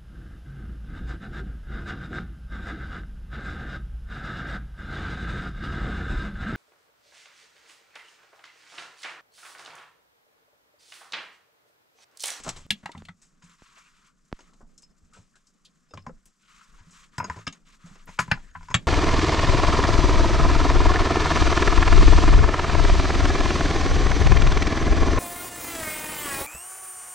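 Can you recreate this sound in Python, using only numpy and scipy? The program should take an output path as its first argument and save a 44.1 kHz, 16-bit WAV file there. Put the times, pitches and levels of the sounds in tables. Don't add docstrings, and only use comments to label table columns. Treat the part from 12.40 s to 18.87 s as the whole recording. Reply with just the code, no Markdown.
import sys
import numpy as np
from scipy import signal
from scipy.fft import rfft, irfft, next_fast_len
from scipy.io import wavfile
from scipy.ndimage import uniform_filter1d

SR = 44100
rng = np.random.default_rng(int(sys.argv[2]) if len(sys.argv) > 2 else 0)


def invert_db(x):
    u = np.asarray(x, float) / 20
    return 10 ** u


def put_to_file(sound):
    columns = np.atleast_2d(sound).T
    safe = np.clip(columns, -1, 1)
    whole_steps = np.round(safe * 32767)
    wavfile.write(sys.argv[1], SR, whole_steps.astype(np.int16))


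N = 285327
CUT_S = 0.266


def curve(table, hz):
    f, db = np.transpose(table)
    return invert_db(np.interp(np.log(hz + 1), np.log(f), db))


def band(size, lo_hz, hi_hz, colour=None):
    hz = np.fft.rfftfreq(size, 1 / SR) + 1e-3
    gain = 1 / np.sqrt((1 + (lo_hz / hz) ** 12) * (1 + (hz / hi_hz) ** 12))
    if colour:
        gain = gain * curve(colour, hz)
    x = irfft(rfft(rng.standard_normal(size)) * gain, size)
    return x / x.std()


def walk(rate):
    hold = int(SR / rate)
    levels = rng.standard_normal(N // 20)[:N // hold + 1]
    return 1.2 * uniform_filter1d(np.repeat(levels, hold), hold)[:N]


def add(out, s, x):
    i = int(s * SR)
    out[..., i:i + x.shape[-1]] += x[..., :out.shape[-1] - i]


def ring(modes, push, scatter_db):
    t = np.arange(8192) / SR
    hz, db, t60 = np.transpose(modes)[:, :, None]
    chance = rng.standard_normal((2, len(modes), 1))
    hz = hz * (1 + 0.001 * chance[1])
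    share = np.abs(rfft(push, 8192))[(hz * 8192 / SR).astype(int)]
    decay = invert_db(db + scatter_db * chance[0] - 60 * t / t60)
    body = decay * np.sin(2 * np.pi * hz * t) / (share + 0.4 * share.mean())
    y = signal.fftconvolve(push, body.sum(axis=0))[:8192]
    return y / np.abs(y).max()


def bed(gains, colour, edges_hz, flicker_db, rate):
    out, shared = 0, walk(rate)
    for gain, lo, hi in zip(gains, edges_hz, edges_hz[1:]):
        rough = invert_db(flicker_db * (shared + 1.46 * walk(4 * rate)))
        pair = np.array([band(next_fast_len(N), lo, hi, colour)[:N] for _ in range(2)])
        out = out + gain * rough * pair
    return out


# start_s [s], gust_db [dB]
GUSTS = [(0.0, -57.5), (.13, -46.5), (0.36, -69), (0.859, -67.5), (1.66, -74), (2.139, -61.5),
         (2.721, -60.5), (2.9, -71.5), (3.5, -72.5), (3.691, -49.5), (3.86, -55), (3.95, -79), (4.36, -55),
         (4.921, -62.5), (5.28, -62.5), (5.8, -53.5), (6.001, -42), (6.47, -51.5)]
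# freq_hz [Hz], density_db [dB per Hz]
AIR_COLOUR = [(18, -3.5), (38, -21), (62, -30), (105, -34), (140, -6), (190, -3.5), (350, -18.5),
              (900, -27)]
HUM_DB, HUM_GUST_SHARE = -41, 0.45
HUM_AFTER_THUD_DB, HUM_T60_S = -30.5, 0.42
AIR_FLICKER_DB = 1.5


def air():
    gust_db = np.interp(np.arange(N) / SR, *np.transpose(GUSTS))
    t = np.arange(SR) / SR
    hum = invert_db(HUM_DB + HUM_GUST_SHARE * np.minimum(gust_db, -60)) ** 2
    for s, db, _, _ in THUDS:
        add(hum, s, invert_db(db + HUM_AFTER_THUD_DB - 60 * t / HUM_T60_S) ** 2)
    gains = invert_db(gust_db), np.sqrt(hum)
    return bed(gains, AIR_COLOUR, [18, 70, 850], AIR_FLICKER_DB, 9)


# start_s [s], length_s
# [s], level_db [dB], fineness_db [dB]
RUBS = [(0, 0.16, -63, -0.5), (.19, .09, -71, 2.5), (0.323, 0.079, -76.5, 5), (0.428, 0.13, -64, -10),
        (0.553, 0.047, -65.5, -3.5), (1.009, 0.14, -67, -4.5), (1.174, 0.31, -66, -3),
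        (1.348, 0.041, -58, -6.5), (1.476, 0.2, -70.5, -2), (1.922, 0.16, -69.5, -3.5),
        (5.119, 0.048, -64.5, -6.5), (3.986, 0.13, -78, 4.5), (4.072, 0.17, -61.5, -5.5),
        (4.27, 0.23, -67.5, -5), (4.514, 0.13, -62, -2.5), (4.709, 0.074, -62.5, -6.5),
        (4.827, 0.19, -60.5, -5.5), (5.247, 0.1, -64.5, -1.5), (5.384, 0.24, -62, -6),
        (5.66, 0.087, -65.5, 4), (5.788, 0.004, -49.5, 6.5), (5.79, 0.31, -68.5, -1.5),
        (6.131, 0.33, -66.5, -2)]
# freq_hz [Hz], density_db [dB per Hz]
WEAVE = [(800, -21), (1020, -8), (1250, -5), (1750, -10.5), (4370, -17), (7550, -13.5), (9440, -27),
         (15500, -44)]
STILL_DB = (-78, -82.5, -77)
RUB_ATTACK_S, RUB_RELEASE_S, RUB_MID_DB = 0.028, 0.027, 2.5
CLOTH_FLICKER_DB = 1.2


def cloth():
    t = np.arange(SR) / SR
    power = np.ones(N) * invert_db(np.array(STILL_DB))[:, None] ** 2
    for s, length, db, fine in RUBS:
        shape = np.minimum(t / RUB_ATTACK_S, 1) * np.exp(-np.maximum(t - length, 0) / RUB_RELEASE_S)
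        if s < CUT_S:
            shape = shape[:int((CUT_S - s) * SR)]
        levels = db + np.array([[0], [RUB_MID_DB + fine], [fine]])
        add(power, s, (invert_db(levels) * shape) ** 2)
    return bed(np.sqrt(power), WEAVE, [850, 2000, 4500, 15500], CLOTH_FLICKER_DB, 30)


ROOF_T60_S, ROOF_DB, ROOF_DELAY_MS = 0.092, -17, 4.6


def roof(x):
    t = np.arange(12000) / SR
    echoes = []
    for _ in range(2):
        tail = band(len(t), 190, 6300) * invert_db(-60 * t / ROOF_T60_S) * (t > ROOF_DELAY_MS / 1000)
        echoes.append(signal.fftconvolve(x, tail / np.sqrt(np.sum(tail ** 2)))[:N])
    return np.array(echoes) * invert_db(ROOF_DB)


# freq_hz [Hz], level_db [dB]; then its decay
NEAR_STONES, NEAR_T60_S = [(300, -18), (1500, -14), (7000, -15), (11000, -3)], 0.02


def near(x):
    t = np.arange(2048) / SR
    h = rng.standard_normal(len(t)) * invert_db(-60 * t / NEAR_T60_S)
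    h = h / np.sqrt(np.sum(h ** 2))
    return irfft(rfft(x) * rfft(h, N) * curve(NEAR_STONES, np.fft.rfftfreq(N, 1 / SR)), N)


# freq_hz [Hz], level_db [dB]
LEFT_LOUDER = [(200, 0), (380, .5), (550, -1.5), (900, 2.5), (2380, 2), (4400, 0), (8120, 2), (15000, 14)]
# freq_hz [Hz], phase_rad [radians]
LEFT_LEADS = [(100, -.05), (300, -.12), (900, -.15), (1720, -.65), (3000, -.8), (4800, -.35), (9100, 0)]


def ports(x):
    hz = np.fft.rfftfreq(N, 1 / SR)
    f, lead = np.transpose(LEFT_LEADS)
    phase = np.interp(np.log(hz + 1), np.log(f), lead)
    half = np.sqrt(curve(LEFT_LOUDER, hz)) * np.exp(0.5j * phase)
    return np.array([irfft(rfft(x) * half, N), irfft(rfft(x) / half, N)])


# start_s [s], peak_db [dB], swing_hz [Hz]
STAND_TAPS = [
    (0.6217, -31, 223),
    (1.221, -36, 197),
    (1.917, -41, 257),
    (1.9273, -16, 228),
]


def stand():
    out, t = np.zeros((2, N)), np.arange(4096) / SR
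    sides = invert_db(np.array([[-0.6], [0.6]]))
    for s, db, hz in STAND_TAPS:
        dip = -0.6 * np.exp(-((t - 0.001) / 0.000092) ** 2)
        u = np.maximum(t - 0.0012, 0)
        swing = 1.01 * np.cos(2 * np.pi * hz * u) * np.exp(-u / 0.0017) - 0.5 * np.exp(-u / 0.0018)
        swing = (1 - np.exp(-u / 0.000091)) * swing
        late = np.maximum(t - 0.008, 0)
        settle = 0.2 * (1 - np.exp(-late / 0.0067)) * np.exp(-late / 0.0096)
        add(out, s - 0.001, (dip + swing + settle) * invert_db(db) * sides)
    return out


# start_s [s], peak_db [dB], pitch_hz [Hz], t60_s [s]
THUDS = [(0.068, -30.5, 167.2, 0.2), (0.306, -25.5, 200.4, 0.15), (0.322, -28, 217, 0.11),
         (.432, -35.5, 213, 0.098), (0.456, -36, 182, 0.086), (0.548, -31.5, 190, 0.043),
         (0.571, -33, 216, 0.19), (0.689, -34.5, 179, 0.15), (1.034, -43.5, 174.5, 0.29),
         (2.226, -42, 238, 0.091), (2.62, -46.5, 74.8, 0.17), (2.785, -40, 104, 0.11),
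         (3.537, -37, 95.6, 0.39), (3.576, -29.5, 170, 0.018), (3.669, -27, 233, 0.14),
         (4.405, -41.5, 97.5, 0.079), (4.467, -44.5, 175, 0.34), (4.781, -20.5, 133, 0.07),
         (4.801, -29, 96, 0.16), (4.841, -34, 198.6, 0.3), (4.894, -27, 79, 0.14),
         (4.962, -32.5, 106, 0.23), (5.073, -20.5, 272, 0.087), (5.439, -36, 173, 0.26),
         (5.51, -36.5, 197, 0.14), (5.685, -33.5, 184, 0.12), (5.791, -25, 123, 0.18),
         (5.881, -26.5, 155, 0.047), (5.916, -16, 118, 0.094), (6.155, -38, 87.3, 0.49),
         (6.299, -30.5, 118.6, 0.18), (6.345, -10.5, 118, 0.1), (5.792, -24.5, 196, 0.14),
         (5.917, -15.5, 194, 0.079), (6.346, -16, 189, 0.092)]
# start_s [s], peak_db [dB], pitch_hz [Hz], t60_s [s]
STEPS = [
    (0.082, -34, 115, 0.23),
    (0.18, -44.5, 150, 0.17),
    (0.56, -38, 88, 0.48),
    (0.16, -40, 80, 0.27),
    (0.25, -34.5, 580, 0.26),
]
# freq_hz [Hz], level_db [dB]
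HOLLOW = [(165, -5), (245, -11), (95, -14)]
SOIL_RISE_S = 0.004


def ground():
    out = np.zeros(N)
    for s, db, hz, t60 in THUDS + STEPS:
        modes = [(hz, 0, t60)] + [(f, g, t60) for f, g in HOLLOW]
        y = ring(modes, np.hanning(256), 2.0)
        y = invert_db(db) * y * (1 - np.exp(-np.arange(len(y)) / SR / SOIL_RISE_S))
        if s < CUT_S:
            y = y[:int((CUT_S - s) * SR)]
        add(out, s, y)
    return signal.sosfilt(signal.butter(2, 62, "high", fs=SR, output="sos"), out)


# start_s [s], peak_db [dB], coarseness_db [dB], t60_s [s]
CRUNCHES = [(0.001, -40.5, 0, 0.1), (0.037, -31.5, -19, 0.087), (0.0472, -40.5, 3.5, 0.3),
            (0.065, -41, 13, 0.14), (0.0797, -33, 7, 0.089), (0.0907, -21, -10.5, 0.061),
            (0.163, -40, -3.5, 0.22), (0.818, -49.5, -16, 0.26), (1.0407, -51, -14, 0.14),
            (1.096, -49.5, -9, 0.035), (1.3707, -62.5, 10.5, 0.087), (2.135, -57, 0.5, 0.091),
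            (2.207, -74.5, 28.5, 0.14), (2.379, -43, -42, 0.088), (2.4224, -43, -37, 0.074),
            (2.734, -53, -8.5, 0.44), (2.7669, -58, 10, 0.14), (2.9568, -54.5, -6.5, 0.12),
            (3.069, -56, -28, 0.13), (3.6947, -65.5, 30, 0.036), (3.8568, -52, -14.5, 0.18),
            (4.5088, -51, -19, 0.68), (5.46, -52, -1, 0.32)]
# freq_hz [Hz], density_db [dB per Hz]
GRIT = [(2350, -44), (4000, -21), (4660, -27), (4960, -8), (7900, -3.5), (9360, -21.5), (10500, -22),
        (15500, -56)]
COARSE_SHARE, COARSE_MID_DB, COARSE_TOP_DB = 0.79, -9, -7


def grit():
    out, t = np.zeros(N), np.arange(8192) / SR
    for s, high, coarse, t60 in CRUNCHES:
        low = high + coarse
        mid = high + COARSE_SHARE * min(coarse, COARSE_TOP_DB) + COARSE_MID_DB
        grains = uniform_filter1d(invert_db(np.repeat(rng.standard_normal(128), 64)), 48)
        mix = invert_db(high - 7.5) * band(8192, 4000, 17000, GRIT)
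        mix += invert_db(low - 7) * band(8192, 210, 1320)
        mix += invert_db(mid + 6) * band(8192, 1300, 4500)
        shape = np.minimum(t / 0.00032, 1) * invert_db(-60 * t / max(t60, 0.01))
        add(out, s - 0.001, mix * grains * shape)
    return out


# start_s [s], length_s [s], level_db [dB], from_hz [Hz], to_hz [Hz]
DRAGS = [(1.24, 0.18, -68.5, 1200, 1157), (1.369, 0.12, -68, 2450, 2565), (1.528, 0.2, -72.5, 1400, 1313),
         (2.036, 0.12, -74, 1150, 1250), (2.725, 0.055, -63, 1310, 1474), (2.737, 0.052, -68, 2400, 2340),
         (2.937, 0.039, -69, 1620, 1480), (4.029, 0.06, -72.5, 1420, 1330), (4.096, 0.096, -69, 1133, 1397),
         (4.098, 0.13, -73, 2560, 2740), (4.193, 0.033, -60, 1283, 1450), (5.968, 0.23, -68.5, 1910, 1515)]
DRAG_WIDTH_SHARE, DRAG_GRAIN_DB, DRAG_EDGE_S = 0.14, 4, 0.0026


def drags():
    out, t = np.zeros(N), np.arange(16384) / SR
    for s, length, db, from_hz, to_hz in DRAGS:
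        hz = from_hz + (to_hz - from_hz) * np.minimum(t / length, 1)
        turn = 2 * np.pi * np.cumsum(hz) / SR
        a, b = (band(len(t), 1, DRAG_WIDTH_SHARE * from_hz) for _ in range(2))
        grains = uniform_filter1d(invert_db(DRAG_GRAIN_DB * np.repeat(rng.standard_normal(64), 256)), 128)
        shape = np.clip(np.minimum(t, length + DRAG_EDGE_S - t) / DRAG_EDGE_S, 0, 1)
        add(out, s, invert_db(db) * shape * grains * (a * np.cos(turn) + b * np.sin(turn)))
    return out


# start_s [s], peak_db [dB]
TOUCHES = [(2.432, -50), (2.462, -68.5), (2.5, -68.5), (3.488, -66), (3.506, -58), (3.54, -42.5),
           (3.565, -70), (3.589, -61), (3.622, -56.5), (3.65, -85), (3.68, -66)]


def touches():
    out = np.zeros(N)
    for s, db in TOUCHES:
        push = np.hanning(512) * rng.standard_normal(512)
        add(out, s - 0.003, invert_db(db) * ring([(5120, 2, 0.053), (6600, -23.5, 0.058)], push, 1.2))
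    return out


# start_s [s], peak_db [dB], from_hz [Hz], to_hz [Hz], t60_s [s]
SPECKS = [
    (0.3069, -36.5, 8150, 10600, .06),
    (3.07, -61.5, 4610, 6260, 0.079),
    (3.254, -54.5, 3200, 4240, 0.094),
    (3.856, -58.5, 8370, 10340, 0.066),
    (4.783, -57, 10500, 12300, 0.083),
    (5.657, -61, 9900, 12500, 0.056),
    (.307, -64, 12900, 14500, .12),
    (5.798, -35.5, 4500, 9300, 0.085),
    (6.343, -39.5, 6900, 8250, 0.049),
]


def specks():
    out, t = np.zeros(N), np.arange(8192) / SR
    for s, db, lo_hz, hi_hz, t60 in SPECKS:
        shape = invert_db(db - 60 * t / t60) * np.minimum(t / 0.00086, 1)
        add(out, s - 0.001, shape * band(len(t), lo_hz, hi_hz))
    return out


# start_s [s], peak_db [dB], pitch_hz [Hz], t60_s [s]
CRACKS = [
    (0.3052, -13, 3210, .006),
    (0.3063, -17, 3347, .025),
    (0.3109, -19.5, 2806, .02),
    (5.9176, -8.5, 1750, .008),
]


def cracks():
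    out, t = np.zeros(N), np.arange(2048) / SR
    for s, db, hz, t60 in CRACKS:
        tone = np.sin(2 * np.pi * hz * t) * np.minimum(t * hz, 1)
        add(out, s, invert_db(db - 60 * t / t60) * tone)
    return out


# start_s [s], peak_db [dB], pitch_hz [Hz], t60_s [s]
CLINKS = [(0.309, -25.5, 1690, 0.031), (.308, -47, 770, 0.14), (.46, -28, 863, 0.02),
          (.46, -39, 3580, 0.023), (.494, -47, 1970, 0.12), (.494, -36.5, 941, .05), (.52, -50, 3680, .04),
          (0.55, -36, 1000, 0.019), (.552, -48, 3620, 0.018), (.567, -48, 794, 0.052),
          (.581, -45, 3630, .025), (0.687, -41, 3570, 0.029), (3.51, -62, 2653, .12),
          (3.512, -51, 477, 0.057), (3.537, -32.5, 1230, 0.016), (3.576, -37, 1060, 0.049),
          (3.655, -55.5, 835, 0.027), (3.667, -40.5, 2270, 0.024), (3.667, -33, 814, 0.022),
          (3.694, -39, 512, 0.07), (3.51, -58, 3660, 0.11), (3.668, -49.5, 3120, 0.026),
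          (4.782, -30, 7900, 0.055), (4.782, -32, 5518, 0.035), (4.781, -48, 6595, .06),
          (4.782, -33, 5100, 0.11), (4.844, -30.5, 6580, 0.059), (4.843, -38, 4980, .06),
          (4.944, -42.5, 1780, 0.046), (4.945, -41, 1000, 0.024), (5.069, -26.5, 5130, 0.051),
          (5.071, -27.5, 6560, 0.036), (5.071, -23.5, 1244, 0.045), (5.127, -44.5, 6630, 0.052),
          (5.974, -41, 810, 0.026), (5.975, -44, 1403, 0.05), (6.113, -56, 6630, 0.051)]
CLINK_PUSH_MS = 2.4
BEAT_SHARE, BEAT_DEPTH = 0.012, 0.6


def clinks():
    out, size = np.zeros(N), int(CLINK_PUSH_MS * SR / 1000)
    for s, db, hz, t60 in CLINKS:
        y = ring([(hz, 0, t60)], np.hanning(size) * rng.standard_normal(512)[:size], 0)
        t = np.arange(len(y)) / SR
        y = y * (1 - BEAT_DEPTH * np.sin(np.pi * BEAT_SHARE * hz * t) ** 2)
        around = signal.butter(2, [0.8 * hz, 1.2 * hz], "band", fs=SR, output="sos")
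        add(out, s - 0.002, invert_db(db) * signal.sosfilt(around, y))
    return out


SOFT_BLUR, SOFT_BELOW_DB = 0.4, -32


def knocks(hits, modes, blur, offset_db, scatter_db, dense_db, dense_t60, edge_share):
    out, t = np.zeros(N), np.arange(8192) / SR
    edges = ((820, 2100), (2100, 4600), (4600, 14000))
    for s, low, edge, seat, ms in hits:
        tau = max(ms, 0.3) / 1000
        clear = invert_db(SOFT_BLUR * min(low - SOFT_BELOW_DB, 0))
        spray = np.sqrt(t / tau) * np.exp(0.5 - 0.5 * t / tau)
        chatter = rng.standard_normal(len(t)) * spray ** 2
        tail = np.minimum(t / tau, 1) * 0.38 * invert_db(-60 * t / dense_t60)
        fade = np.maximum(spray ** 2, tail)
        levels = low, low + edge + offset_db[1], low + edge_share * edge + offset_db[2]
        for (lo, hi), db, dense in zip(edges, levels, dense_db):
            y = ring([m for m in modes if lo <= m[0] < hi], chatter, scatter_db)
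            y = signal.sosfilt(signal.butter(3, [lo, min(1.1 * hi, 8800)], "band", fs=SR, output="sos"), y)
            add(out, s - 0.0018, invert_db(db) * (clear * y + invert_db(dense) * band(len(t), lo, hi, blur) * fade))
        add(out, s - 0.001, invert_db(low + seat + offset_db[0]) * band(len(t), 160, 690) * fade)
    return out


# start_s [s], peak_db [dB], edge_db [dB], seating_db [dB], chatter_ms [ms]
PEBBLE_HITS = [(.3065, -32.5, 18, -7, 2.15), (.431, -47, -12, -4, 4.6), (.459, -26, -8.5, -22, 2),
               (.493, -40, -19, 2, 1.9), (.518, -51.5, 9.5, -19, 2.7), (.552, -42.5, -26, -8, 3.2),
               (.579, -49, 3, -3, 1.6), (.653, -56, 13.5, -6, 2.6), (.686, -35.5, -15.5, -19.5, 4.1),
               (2.381, -77, 22.5, 5.5, 4.7), (3.249, -72, 24.5, -2.5, 6.7)]
# freq_hz [Hz], level_db [dB], t60_s [s]
PEBBLE = [(950, -8, .02), (1330, -3, .018), (1960, 0, .018), (2770, -3, .015), (3310, 0, .015),
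          (3800, -3, .015), (5950, 0, .012)]
# freq_hz [Hz], density_db [dB per Hz]
CHIPS = [(700, -4), (1230, -10.5), (3000, -5.5), (5110, -9), (7510, 2), (10200, -12.5), (12000, -18),
         (15000, -36.5)]
SPLINTER_HZ = 3520
SMALL_SCATTER_DB = 4


def pebbles():
    small = dict(offset_db=(-3, -2.5, -17), scatter_db=SMALL_SCATTER_DB, dense_db=(-9, -3, 3),
                 dense_t60=0.082, edge_share=1.0)
    splinters = knocks(PEBBLE_HITS[-2:], PEBBLE, CHIPS, **small)
    splinters = signal.sosfilt(signal.butter(4, SPLINTER_HZ, "high", fs=SR, output="sos"), splinters)
    return knocks(PEBBLE_HITS[:-2], PEBBLE, CHIPS, **small) + splinters


# freq_hz [Hz], density_db [dB per Hz]
RUBBLE = [(410, -31), (700, -13), (1830, -9.5), (3090, -9), (4500, -19.5), (7460, -19), (10600, -44),
          (15600, -49)]
# start_s [s], peak_db [dB], edge_db [dB], seating_db [dB], chatter_ms [ms]
BLOCK_HITS = [
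    (3.576, -40, -6, -3.5, 0.88),
    (5.069, -29.5, -11.5, -15, 4.2),
    (5.077, -40.5, 3.5, -2, 2.5),
    (5.8, -41, 0, -4, 4.3),
    (6.349, -19, -6.5, -7.5, 1.47),
]
# freq_hz [Hz], level_db [dB], t60_s [s]
BLOCK = [(1000, -12, .03), (1430, -3, .035), (1620, -3, .035), (1840, 0, .035), (2080, -2, .03),
         (2315, 0, .03), (2700, -1, .03), (3400, -3, .025), (4390, -6, .02), (5070, 0, .03),
         (6610, -4, .025), (7700, -9, .02)]
BLOCK_SCATTER_DB = 4


def block():
    return knocks(BLOCK_HITS, BLOCK, RUBBLE, offset_db=(-3, 3.5, -1), scatter_db=BLOCK_SCATTER_DB,
                  dense_db=(-6, -1, -3), dense_t60=0.091, edge_share=1.64)


# start_s [s], peak_db [dB], edge_db [dB] (sharp corner high, flat face
# low), seating_db [dB], chatter_ms [ms]
SLAB_HITS = [(1.023, -49, -6, -19, 5.5), (1.991, -45, -8.5, -10, 2.8), (2.006, -54.5, 7, 2, 2.4),
             (2.43, -55.5, 2, -9.5, 2), (3.509, -60.5, -5, 5, 4), (3.539, -39, -5, 2, 0.32),
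             (3.666, -31, -23, -6, 1.45), (4.381, -49, -12, -26, 14), (4.7835, -23.5, -11, -8.5, 1.32),
             (4.802, -18.5, -44, -16.5, 1.9), (4.843, -26.5, -18.5, -9.5, 3.7),
             (4.8995, -21, -23.5, -19, 1.4), (4.961, -37.5, -17, -8, 7), (4.987, -45, -5.5, -1, 3.6),
             (5.126, -49.5, 11.5, -28, 3.7), (5.555, -43.5, -13, -7.5, 3.3), (5.672, -39.5, -25, -13, 12.4),
             (5.69, -37.5, -17, -10, 2.8), (6.152, -28.5, -54, -54, 4.2), (6.21, -39.5, -31, -17, 1.2),
             (6.23, -42, -11, -17, 2.5), (6.286, -32.5, -21, -24, 1.3),
             (4.83, -31.5, -41, -5, 1.2),
    (4.881, -44, -19, -3, 6.1),
    (5.778, -42.5, -30, -33, 3.5),
    (5.881, -34, -50, -12, 1.4),
    (5.9, -36.5, -24, -18, 23),
    (6.303, -35.5, -10.5, -9, 2.1),
    (6.311, -26.5, -22, -21, 3),
]
# freq_hz [Hz], level_db [dB], t60_s [s]
SLAB = [(1002, 12, 0.039), (1264, -8, 0.065), (1416, -2, 0.054), (1716, -14, 0.085), (2240, -48.5, 0.013),
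        (2750, -2.5, 0.011), (3620, -13, 0.026), (5100, 7, 0.047), (5518, 0, 0.035), (6530, 5, 0.081),
        (7550, -11, 0.027)]
SLAB_SCATTER_DB = 4.5


def slab():
    return knocks(SLAB_HITS, SLAB, RUBBLE, offset_db=(-3, -3.5, 1), scatter_db=SLAB_SCATTER_DB,
                  dense_db=(-12, -8, -10), dense_t60=0.13, edge_share=0.76)


# start_s [s], peak_db [dB], blur_db [dB], chatter_ms [ms], blur_t60_s [s]
HEAVY_HITS = [
    (5.789, -9, -10.5, 3.25, 0.095),
    (5.914, -10.5, -3, 2.5, 0.06),
    (6.343, -9.5, -3.5, 1.36, 0.056),
]
# freq_hz [Hz], level_db [dB], t60_s [s]
HEAVY = [
    [(1011, -1.5, 0.066), (1299, 0, 0.038), (1420, 3, 0.028), (1730, -17, 0.016), (2208, 0, 0.0093),
     (4805, -18, 0.061), (6616, -20.5, 0.12), (7300, -38, .06)],
    [(1000, -8, 0.042), (1230, -8, 0.039), (1450, -9, 0.08), (1620, -11, 0.055), (1960, -3.5, 0.021),
     (2094, -9, 0.028), (2340, -3, 0.018), (2560, -6.5, 0.033), (2680, 1, 0.018), (2850, -20, 0.062),
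     (3820, -24, 0.013), (4720, -19, 0.028), (6340, -30, 0.036), (9820, -25, 0.065)],
    [(766, -18, 0.082), (1290, -21, 0.098), (1690, -22, .05), (2257, -2.5, 0.081), (2450, -11, .045),
     (3000, 1, 0.038), (3350, 16, 0.014), (3800, 2, 0.05), (4900, -16.5, 0.031), (6460, -13, 0.048),
     (7330, -4, 0.077), (7900, -11, 0.054)],
]
# freq_hz [Hz], density_db [dB per Hz]
HEAVY_BLUR = [
    [(300, -19), (780, -26), (1020, -3), (1940, -2.5), (3340, -28), (7500, -17.5), (11000, -59),
     (15500, -85)],
    [(180, -42), (300, -29), (794, -28), (1620, 9.5), (3690, -21.5), (5130, -7), (6900, -70), (10100, -31),
     (15500, -74)],
    [(180, -35), (300, -16), (892, -3), (1370, 0), (2210, 4), (4490, -22), (7800, -4.5), (10000, -58),
     (15500, -80)],
]


def heavy():
    out, t = np.zeros(N), np.arange(8192) / SR
    body = signal.butter(4, [640, 8600], "band", fs=SR, output="sos")
    for (s, db, blur_db, ms, t60), modes, blur in zip(HEAVY_HITS, HEAVY, HEAVY_BLUR):
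        tau = ms / 1000
        spray = t / tau * np.exp(1 - t / tau)
        fade = np.minimum(t / tau, 1) * invert_db(blur_db - 60 * t / t60)
        clear = signal.sosfilt(body, ring(modes, rng.standard_normal(len(t)) * spray, 0))
        add(out, s - 0.001, invert_db(db) * (clear + fade * band(len(t), 200, 15500, blur)))
    return out


# freq_hz [Hz], level_db [dB]
WIDTH = [(60, -10.5), (250, -3), (1000, -6), (3000, -10.5), (8000, -12), (13000, -7)]


def scene():
    far = signal.butter(4, 11000, fs=SR, output="sos")
    stones = signal.sosfilt(far, slab() + block() + heavy() + clinks())
    stones += pebbles() + grit() + touches() + drags() + specks() + cracks()
    mid, other = air() + cloth()
    side = irfft(rfft(other) * curve(WIDTH, np.fft.rfftfreq(N, 1 / SR)), N)
    echo = roof(stones)
    side = side + 0.46 * echo[1] + near(stones + echo[0])
    return ports(stones + ground() + echo[0] + mid) + np.array([side, -side]) + stand()


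def low_pass(x):
    return signal.sosfilt(signal.butter(12, 15770, fs=SR, output="sos"), x)


def record(dry):
    mix = signal.sosfilt(signal.ellip(8, 0.2, 60, 15600, fs=SR, output="sos"), dry)
    return low_pass(mix)


dry = scene()
out = record(dry)
put_to_file(out)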